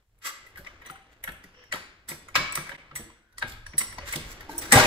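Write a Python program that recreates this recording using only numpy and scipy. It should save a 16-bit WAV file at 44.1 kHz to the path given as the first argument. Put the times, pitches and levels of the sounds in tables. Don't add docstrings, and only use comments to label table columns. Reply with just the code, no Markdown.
import sys
import numpy as np
from scipy import signal
from scipy.fft import rfft, irfft, next_fast_len
from scipy.io import wavfile
from scipy.ndimage import uniform_filter1d

SR = 44100
rng = np.random.default_rng(int(sys.argv[2]) if len(sys.argv) > 2 else 0)


def wav_record(signal):
    frames = np.transpose(np.atleast_2d(signal))
    bounded = np.clip(frames, -1, 1)
    quanta = np.round(bounded * 32767).astype(np.int16)
    wavfile.write(sys.argv[1], SR, quanta)


def convert_level_to_amplitude(level_db):
    exponent = np.asarray(level_db, float) / 20
    return 10 ** exponent


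N = 214568

# t/s, level/dB
JOLTS = [(.15, -62), (.6, -50), (.75, -66), (1.31, -50.5), (1.53, -68), (1.77, -54.5), (2.14, -56.5),
         (2.41, -44.5), (2.61, -58), (3.03, -51), (3.51, -44.5), (3.68, -50.5), (3.9, -52), (4.04, -43),
         (4.27, -46), (4.562, -49.5), (4.87, -53)]
# t/s, level/dB
STIR = [(0, -67), (.07, -81), (.2, -72), (.42, -59), (.81, -56), (1.0, -61), (2.19, -64), (2.45, -51),
        (2.97, -60), (3.3, -74), (3.4, -61), (3.54, -62), (4.08, -51), (4.72, -43.5), (4.87, -23.5)]
# f/Hz, level/dB per Hz
AIR_COLOUR = [(80, -0.5), (160, -13), (300, -9), (500, -10), (750, -13), (1900, -14), (4000, -23.5),
              (8000, -36), (16000, -54.5)]

# t/s, level/dB, main note f/Hz, brightness/dB
KNOCKS = [(.647, -39.5, 1960, -3.5), (.668, -27, 2190, -10.5), (1.7235, -13.5, 1953, -8),
          (1.745, -25, 1330, -4.5), (2.3538, -7, 2260, -5.5), (2.527, -28.5, 2340, -4.5),
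          (3.381, -32, 1930, 1.5), (3.494, -47, 1700, 7), (3.664, -32, 1680, -3), (3.734, -33.5, 2060, -15),
          (3.811, -22, 2100, -15), (3.983, -22, 990, -7), (4.111, -43, 2100, 10), (4.494, -29.5, 873, -8),
          (4.738, -5, 1210, -6)]
# t/s, level/dB, main note f/Hz, brightness/dB
TICKS = [(.558, -34, 1930, -12), (.818, -35, 1880, -16), (.956, -36.5, 1380, -15.5),
         (1.288, -25, 1640, -39), (1.439, -37, 1960, -6), (1.638, -46, 1730, -7), (2.115, -27.5, 2130, -15),
         (2.285, -31, 1340, -13), (2.555, -23, 1990, 0.5), (2.573, -17.5, 1324, -11),
         (2.668, -32, 1610, -11.5), (2.693, -24.5, 1700, -16), (2.717, -26.5, 1680, -28),
         (2.748, -29.5, 1880, -33), (2.78, -74, 1850, -30), (2.912, -34.5, 1310, -64),
         (3.1, -39.5, 1110, -31), (3.325, -55, 1760, -3), (3.52, -44, 1430, 9), (3.926, -31, 1880, -8.5),
         (4.158, -37, 1910, 14.5), (4.407, -33.5, 1890, -3.5), (4.584, -34, 959, -1.5),
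         (4.757, -8, 1210, -2.5)]
# t/s, level/dB, main note f/Hz, brightness/dB
CLICKS = [(.186, -64.5, 2250, 11), (.898, -27, 1370, -13), (.663, -34, 1840, -16),
          (1.239, -22.5, 2030, -1.5), (1.276, -22, 1690, -14), (1.318, -57, 1700, 14),
          (1.736, -19.5, 3140, -9.5), (1.756, -24.5, 990, -10), (2.363, -20, 2310, -14),
          (3.424, -13.5, 1697, -31), (3.483, -44, 1370, -15), (4.135, -17, 2140, -13),
          (4.316, -38, 2180, -1)]
# t/s, level/dB, main note f/Hz, brightness/dB
RATTLES = [
    (.462, -47, 1990, -7.5),
    (.572, -36.5, 1640, -7.5),
    (.851, -43.5, 1950, -24),
    (2.086, -33.5, 1950, 2.5),
    (2.957, -29.5, 1960, -4.5),
    (3.779, -30.5, 1880, 5),
    (4.62, -35, 1880, -22),
]
# t/s, level/dB, main note f/Hz, brightness/dB
SLAMS = [
    (4.722, -2, 1900, -9),
    (4.772, -3.5, 778, -8),
    (4.796, -8.5, 1520, -1),
]
# edge at 3-6.5 kHz/dB, sizzle above/dB, rattle length/s
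KNOCK, TICK, CLICK = (0.52, -13.5, 0.0056), (0.5, -0.87, 0.0058), (-30, 0.5, 0.0049)
RATTLE, SLAM = (-1.1, 3.5, 0.018), (0.57, -25, 0.01)
LEAD_IN_S, LEAD_IN_DB = 0.012, -18
# f/Hz, level/dB, time to fall 60 dB/s
FRAME = [(528.2, -8.5, 0.27), (605, -5, 0.15), (747, -10.5, .12), (952, 3.5, 0.037), (1330, -3.5, 0.043),
         (1325, -2.5, 0.15), (1600, -20, 0.44), (1626, 0.5, 0.21), (1960, 15, 0.027), (2180, 3.5, 0.1),
         (3020, -8.5, 0.14), (3830, 0.5, 0.038)]

# f/Hz, time to fall 60 dB/s
GARAGE = [(120, 0.7), (330, 0.69), (870, 0.62), (2300, 0.71), (6060, 0.5), (16000, 0.21)]
GARAGE_DB = -8.5
# t/s, level/dB
SNAPS = [(0.185, -56), (0.5591, -49), (0.6479, -37), (0.6689, -47), (0.818, -49), (0.852, -34),
         (0.891, -33), (0.9572, -51), (1.1872, -53), (1.2381, -27), (1.5529, -58), (1.7235, -28),
         (2.354, -28), (2.5541, -6), (2.6683, -40), (2.6933, -35), (2.9547, -13), (3.421, -28),
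         (3.477, -38), (3.4934, -30), (3.5214, -32), (3.7808, -24), (3.984, -38), (4.1126, -20),
         (4.135, -20), (4.157, -11), (4.291, -33), (4.3163, -17.5), (4.4064, -34), (4.5321, -28),
         (4.5795, -31), (4.6329, -36), (4.7198, 4)]

# t/s of the top, rise/s, fall/s, level/dB, hiss/dB
SLIDES = [(.273, .065, 0.055, -23, -2.5), (.92, .1, 0.013, -50, -28), (1.128, 0.046, 0.043, -54, -9),
          (1.6, .2, 0.25, -50.5, -36), (2.36, .003, .03, -8.5, -13), (2.4, .03, 0.33, -34.5, -34),
          (2.58, .04, .022, -33, -25), (3.486, .035, 0.1, -41, 6), (3.6, .12, 0.051, -54, -15),
          (3.79, .012, 0.24, -52, 7), (3.812, .02, 0.023, -24.5, -25), (4.078, 0.045, 0.13, -29.5, -3),
          (4.144, .07, 0.044, -26, -1), (4.33, .2, 0.013, -39.5, -1.5), (4.71, .03, .012, -30, 2),
          (4.723, .003, .03, -0.5, 3)]
# t/s of the top, rise/s, fall/s, level/dB, hiss/dB
DRAGS = [
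    (.86, 0.029, 0.099, -41, -32),
    (2.095, .03, .12, -35, -1),
    (2.7, 0.11, 0.052, -38.5, -13),
    (4.02, 0.025, .12, -38, -32),
    (4.23, 0.096, 0.12, -42, -8),
    (4.5, 0.021, 0.36, -43.5, 10),
    (4.62, .022, 0.19, -32.5, -1.5),
    (4.745, .022, .35, -8, -9),
]
# f/Hz, level/dB per Hz
SCRAPE_COLOUR = [(350, -71), (600, -54), (896, -19), (1110, -8), (1640, -7), (2040, -7.5), (2860, -9.5),
                 (3140, -12.5), (7000, -30), (9100, -59), (15400, -120)]
SLIDE_LOW_DB, DRAG_LOW_DB = -23, -9.5
STROKE_ENDS_DB, STROKE_BEND = -34.5, 1.58
HISS_FOLLOWS = 1.32

# t/s, length/s, level/dB, f/Hz
GROANS = [
    (.24, .075, -44, 1170),
    (.255, .04, -42, 2050),
    (.463, .015, -50, 2000),
    (.86, .04, -52, 1950),
    (.9, .05, -53, 780),
    (3.0, .1, -55, 320),
    (3.67, .1, -60, 5650),
    (4.0, .07, -53, 560),
]
# t/s, length/s, level/dB, f/Hz
CREAKS = [(.585, .065, -59, 574), (.855, .035, -58, 3950), (1.53, .13, -62, 486), (1.54, .16, -64, 5500),
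          (2.68, .07, -55, 570), (3.12, .24, -71, 1502), (3.33, .04, -66, 1500), (3.475, .03, -58, 5600),
          (4.49, .09, -48, 902), (4.495, .05, -49, 1600), (4.5, .03, -55, 4100), (4.5, .18, -49, 330),
          (4.635, .06, -49, 1530)]

# t/s, level/dB, f/Hz, time to fall 60 dB/s
THUMPS = [(0.589, -42.5, 180, 0.088), (0.9, -43, 164.4, 0.087), (1.282, -37.5, 164.7, 0.11),
          (1.443, -43.5, 188, 0.075), (1.74, -35.5, 169.6, 0.11), (2.111, -37, 156.4, 0.15),
          (2.369, -33.5, 136, 0.18), (2.399, -36.5, 171, 0.19), (2.576, -34, 155.7, 0.14),
          (2.73, -46, 145, 0.13), (2.918, -48.5, 143.4, 0.36), (2.995, -35, 221, 0.096),
          (3.438, -35.5, 113.1, 0.18), (3.738, -41, 151, 0.18), (3.809, -42, 224.6, 0.18),
          (3.988, -35.5, 88, 0.07), (4.155, -30.5, 154.7, 0.18), (4.491, -42.5, 292, 0.37),
          (4.619, -49, 334, 0.36), (4.732, -11, 296, 0.063), (4.754, -6, 114, 0.12)]
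# t/s, level/dB, added note of the struck spot f/Hz, ring time factor
PINGS = [(0.8604, -43, 6020, 0.87), (0.906, -41, 8570, 0.65), (1.2375, -27, 11300, 0.48),
         (1.3184, -40.5, 8700, 0.49), (1.7226, -25, 6800, 0.43), (2.0877, -24, 7970, 0.71),
         (2.2817, -40.5, 6760, 0.5), (2.3535, -26.5, 5160, 1.5), (2.5235, -19.5, 7910, 0.3),
         (2.5537, -16.5, 8910, 0.45), (2.6928, -39, 8050, 0.35), (2.9552, -26, 7970, 0.99),
         (3.382, -27, 8960, 0.56), (3.6647, -41.5, 5540, 0.76), (3.78, -14.5, 8990, 0.96),
         (4.125, -20, 7910, 0.4), (4.1584, -20, 8200, 0.25), (4.5796, -19, 14900, 0.92),
         (4.7217, -2, 8080, 0.74)]
# f/Hz, level/dB, time to fall 60 dB/s
TUBE = [(5580, -17, 0.67), (5860, -8, 0.21), (6670, -11.5, 0.21), (7970, 0.5, 0.15), (9126, 16, 0.069),
        (10270, -3.5, 0.061), (10900, -26, 0.031), (11100, -9.5, 0.047), (14330, -5.5, .12),
        (15000, -2, 0.13)]
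LOOSE_FIT, LOOSE_HZ = 0.6, 25

# t/s, level/dB, rise time/s
ARM_BLOW, PIN_BLOW, AXLE_BLOW = (2.354, -20, 0.0068), (2.955, -37.5, 0.001), (4.724, -12.5, 0.0032)
# f/Hz, level/dB, time to fall 60 dB/s
ARM = [(1089, -5, 0.32), (1170, -13, 0.22), (1670, -13, 0.17), (1730, -12, .25), (2100, -13.5, .15),
       (2263, 1, 0.78), (3584, 4.5, 0.12), (4075, 3, 0.25), (596, -7, 0.4), (1360, -12, 0.37),
       (3590, -2, .3), (4382, -11, 0.35), (5200, -12, 0.11), (1184, -5.5, .7)]
# f/Hz, level/dB, time to fall 60 dB/s
PIN = [(1265, -10, .4), (1700, -6, 0.57), (3268, -1, 0.3), (3429, -14, 0.15), (3806, -16, 0.26),
       (4500, -6, .1), (5905, -5, 0.39), (6730, -4, 0.26), (7860, 2.5, 0.34), (8592, -12, .3)]
# f/Hz, level/dB, time to fall 60 dB/s
AXLE = [(129.4, 5.5, 0.17), (246.6, 7, 0.16), (342, 3.5, 0.18), (489, -4, 0.64), (620, 0, 0.47),
        (805.4, 6, 0.47), (950, -10, 0.26), (1247, -8, 0.39), (1580, -11, 0.42), (1620, -0.5, 0.71),
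        (1880, -12, 0.94)]

# f/Hz, likeness 0-1
PORTS_SAME = [(60, 0.99), (600, 0.85), (1100, 0.57), (1900, 0.01), (2700, 0.52), (6000, 0.21), (7200, 0.7),
              (9000, 0), (16000, 0)]
# f/Hz, share 0-1
PORTS_LAG = [(500, .05), (1000, .2), (1600, .45), (2300, .85), (3500, 1)]
# f/Hz, level/dB
PORTS_TILT = [(60, -0.5), (200, 1), (700, 0.5), (1290, 3.5), (2380, 1), (4400, 0), (8120, -3.5),
              (15000, 1.5)]
PORT_DELAY_S = 258e-6
DIP_S, DIP_HALF_S = 2.772, 0.011


def evened(x):
    return x / np.sqrt(np.mean(x ** 2) + 1e-20)


def read(points, hz):
    f, value = np.transpose(points)
    return np.interp(np.log(hz + 1), np.log(f + 1), value)


def add(mix, s, sound):
    part = mix[:, round(s * SR):][:, :sound.shape[1]]
    part += sound[:, :part.shape[1]]


def band(x, lo_hz, hi_hz):
    sos = signal.butter(2, [lo_hz, min(hi_hz, SR / 2.1)], "band", fs=SR, output="sos")
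    return evened(signal.sosfilt(sos, x))


def coloured(x, spectrum):
    hz = np.fft.rfftfreq(x.shape[-1], 1 / SR)
    return evened(irfft(rfft(x) * convert_level_to_amplitude(read(spectrum, hz)), x.shape[-1]))


def patchy(x):
    bins = x.shape[1] // 2 + 1
    bumps = evened(uniform_filter1d(rng.standard_normal(bins), size=max(bins // 36, 1)))
    return evened(irfft(rfft(x) * convert_level_to_amplitude(2.2 * bumps), x.shape[1]))


def gritty(count, grit_db):
    clumps = evened(uniform_filter1d(rng.standard_normal(count), size=90))
    return evened(rng.standard_normal((2, count)) * convert_level_to_amplitude(grit_db * clumps))


def ringing(modes, t, spread_db):
    hz, db, t60 = np.transpose(modes)[..., None]
    weight, phase = rng.random((2, 2, len(modes), 1))
    fading = convert_level_to_amplitude(db + spread_db * (weight - 1.0) - 60 * t / t60)
    return (fading * np.sin(2 * np.pi * (hz * t + phase))).sum(1)


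def background():
    t = np.arange(N) / SR
    hand = 0
    for s, db in JOLTS:
        hand = hand + convert_level_to_amplitude(db + np.minimum(125 * (t - s), 117 * (s - t)))
    rumble = band(band(rng.standard_normal((2, N)), 15.0, 110), 3.4, 97) * hand
    air = convert_level_to_amplitude(np.interp(t, *np.transpose(STIR))) * coloured(gritty(N, grit_db=3.0), AIR_COLOUR)
    hiss = convert_level_to_amplitude(-79) * rng.standard_normal((2, N))
    return rumble + air + hiss


def clank(db, hz, edge_db, sizzle_db, length):
    t = np.arange(7000) / SR - LEAD_IN_S
    after = np.maximum(t, 0)
    push = (1 - np.exp(-after / 0.00095)) * np.exp(-after / max(length, 0.001))
    push = push + convert_level_to_amplitude(LEAD_IN_DB) * (t < 0) * (1 + t / LEAD_IN_S)
    grit = gritty(len(t), grit_db=2.0)
    struck = np.sin(2 * np.pi * (hz * t + np.array([[0], [1 / 4]])))
    note = (0.65 * struck + 0.69 * band(grit, hz * 0.912, hz * 1.066)) * push
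    body = 0.57 * band(band(grit, 1007, 3280), 460, 3630)
    edge = convert_level_to_amplitude(edge_db) * patchy(band(grit, 2740, 5640))
    sizzle = convert_level_to_amplitude(sizzle_db) * patchy(band(grit, 8860, 14700))
    broad = (body + edge + sizzle) * push
    frame = signal.fftconvolve(grit * push, ringing(FRAME, t - t[0], spread_db=6.5), axes=1)[:, :len(t)]
    frame = 0.66 * frame / abs(frame).max()
    direct = broad + frame + note
    to_room = 1.49 * broad + (frame + note) / 5
    return convert_level_to_amplitude(db - 4.0) * np.vstack([direct, to_room])


def garage(x):
    taps = np.zeros((2, SR))
    at = np.arange(400, SR - 20, 20) + rng.integers(0, 20, (2, (SR - 401) // 20))
    np.put_along_axis(taps, at, rng.choice([-1., 1.], at.shape), 1)
    hz, t, z = signal.stft(taps, SR, nperseg=256)
    dying = convert_level_to_amplitude(-60 * t / read(GARAGE, hz)[:, None])
    tail = signal.istft(z * dying, SR, nperseg=256)[1]
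    return signal.fftconvolve(x, tail / np.linalg.norm(tail[0]), axes=1)[:, :N]


def snap(db):
    t = np.arange(600) / SR
    return convert_level_to_amplitude(db - 12) * band(rng.standard_normal((2, len(t))), 1800, 21000) * np.exp(-t / 0.00047)


def scrape(top, rise, fall, db, hiss_db, drag_db):
    rise, fall = max(rise, 0.002), max(fall, 0.005)
    t = np.arange(-rise, fall, 1 / SR)
    stroke_db = STROKE_ENDS_DB * np.where(t < 0, -t / rise, t / fall) ** STROKE_BEND
    grit = gritty(len(t), grit_db=0.5)
    groan = signal.fftconvolve(grit, ringing(FRAME, t - t[0], spread_db=2), axes=1)[:, :len(t)]
    rub = 0.79 * coloured(grit, SCRAPE_COLOUR) + 0.44 * band(groan, 780, 3200)
    hiss = convert_level_to_amplitude(hiss_db + (HISS_FOLLOWS - 1) * stroke_db) * band(grit, 3600, 14700)
    drag = convert_level_to_amplitude(drag_db) * band(grit, 180, 900)
    slips = evened(signal.fftconvolve(rng.standard_normal(len(t)), np.hanning(700), "same"))
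    swell = convert_level_to_amplitude(db + stroke_db + 2.0 * slips - 8.0)
    return top - rise, swell * patchy(rub + hiss + drag) * signal.windows.tukey(len(t), 0.08)


def creak(length, db, hz):
    count = round(length * SR)
    fuzzy = band(rng.standard_normal((2, count)), hz * 0.96, hz * 1.04)
    return convert_level_to_amplitude(db) * fuzzy * np.hanning(count) ** 0.18


def thump(db, hz, t60):
    t = np.arange(14000) / SR
    modes = [(hz, 0, t60), (1.47 * hz, -5, 0.69 * t60), (2.15 * hz, -7, 0.99 * t60)]
    tone = ringing(modes, t, spread_db=-2.5)[:1]
    puff = band(rng.standard_normal((2, len(t))), 72, 590) * convert_level_to_amplitude(-3.0 - 60 * t / t60)
    return convert_level_to_amplitude(db - 2.5) * (tone + puff) * (1 - np.exp(-t / 0.0039))


def ping(db, hz, ring):
    t = np.arange(14000) / SR
    modes = [(f, level, t60 * ring) for f, level, t60 in TUBE] + [(hz, 7, 0.12 * ring)]
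    twins = [(f * rng.uniform(1.004, 1.014), level + 7.5, 0.78 * t60) for f, level, t60 in modes]
    slow = np.exp(-2 * np.pi * LOOSE_HZ / SR)
    wobble = evened(signal.lfilter([1], [1, -slow], rng.standard_normal(len(t))))
    sound = ringing(modes + twins, t, spread_db=10.5) * (1 + LOOSE_FIT * wobble)
    return convert_level_to_amplitude(db - 17.5) * sound * (1 - np.exp(-t / 0.00085))


def blow(modes, db, length):
    t = np.arange(22000) / SR
    noise = rng.standard_normal((len(modes), len(t)))
    flutter = signal.fftconvolve(noise, np.hanning(900)[None], "same")
    ring = 0
    for mode, shake in zip(modes, flutter):
        ring = ring + ringing([mode], t, spread_db=-1.0) * (1 + LOOSE_FIT * evened(shake))
    return convert_level_to_amplitude(db - 11.5) * ring * (1 - np.exp(-t / length))


def scene():
    still = background()
    jack, clanks = np.zeros((2, N)), np.zeros((4, N))
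    kinds = ((KNOCKS, KNOCK), (TICKS, TICK), (CLICKS, CLICK), (RATTLES, RATTLE), (SLAMS, SLAM))
    for table, (edge_db, sizzle_db, length) in kinds:
        for s, db, hz, bright_db in table:
            sound = clank(db, hz, bright_db + edge_db, bright_db + sizzle_db, length)
            add(clanks, s - LEAD_IN_S, sound)
    for table, low_db in ((SLIDES, SLIDE_LOW_DB), (DRAGS, DRAG_LOW_DB)):
        for row in table:
            add(jack, *scrape(*row, low_db))
    singles = ((SNAPS, snap), (GROANS, creak), (CREAKS, creak), (THUMPS, thump), (PINGS, ping))
    for table, source in singles:
        for s, *row in table:
            add(jack, s, source(*row))
    for (s, *row), modes in ((ARM_BLOW, ARM), (PIN_BLOW, PIN), (AXLE_BLOW, AXLE)):
        add(jack, s, blow(modes, *row))
    room = convert_level_to_amplitude(GARAGE_DB) * garage(jack + clanks[2:])
    return jack + clanks[:2] + room + still


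def low_pass(x):
    return signal.sosfilt(signal.butter(12, 16870, fs=SR, output="sos"), x)


def record(dry):
    size = next_fast_len(N + 4096)
    hz = np.fft.rfftfreq(size, 1 / SR)
    left, other = rfft(0.7 * np.tanh(dry / 0.75), size)
    same = np.clip(read(PORTS_SAME, hz), 0, 1)
    turn = 2 * np.pi * hz * PORT_DELAY_S * np.clip(read(PORTS_LAG, hz), 0, 1)
    tilt = convert_level_to_amplitude(read(PORTS_TILT, hz) / 2)
    right = (same * left * np.exp(1j * turn) + np.sqrt(1 - same ** 2) * other) / tilt
    left = left * tilt
    mid_gain = np.where(hz > 7000, np.clip(1.75 + 2.4 * np.cos(turn), 0.02, 1), 1)
    side_gain = np.where(hz > 7000, np.clip(1.75 - 2.4 * np.cos(turn), 0.02, 1), 1)
    mid = (left + right) / 2 * mid_gain
    side = (left - right) / 2 * side_gain
    top = 1 / (1 + (hz / 15650) ** 120) + 0.003
    ports = irfft(np.array([mid + side, mid - side]), size)
    ports = irfft(rfft(ports) * top * (hz < 16850), size)[:, :N]
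    fade = np.clip(abs(np.arange(N) / SR - DIP_S) / DIP_HALF_S, 0.04, 1)
    return low_pass(ports * fade)


dry = scene()
out = record(dry)
wav_record(out)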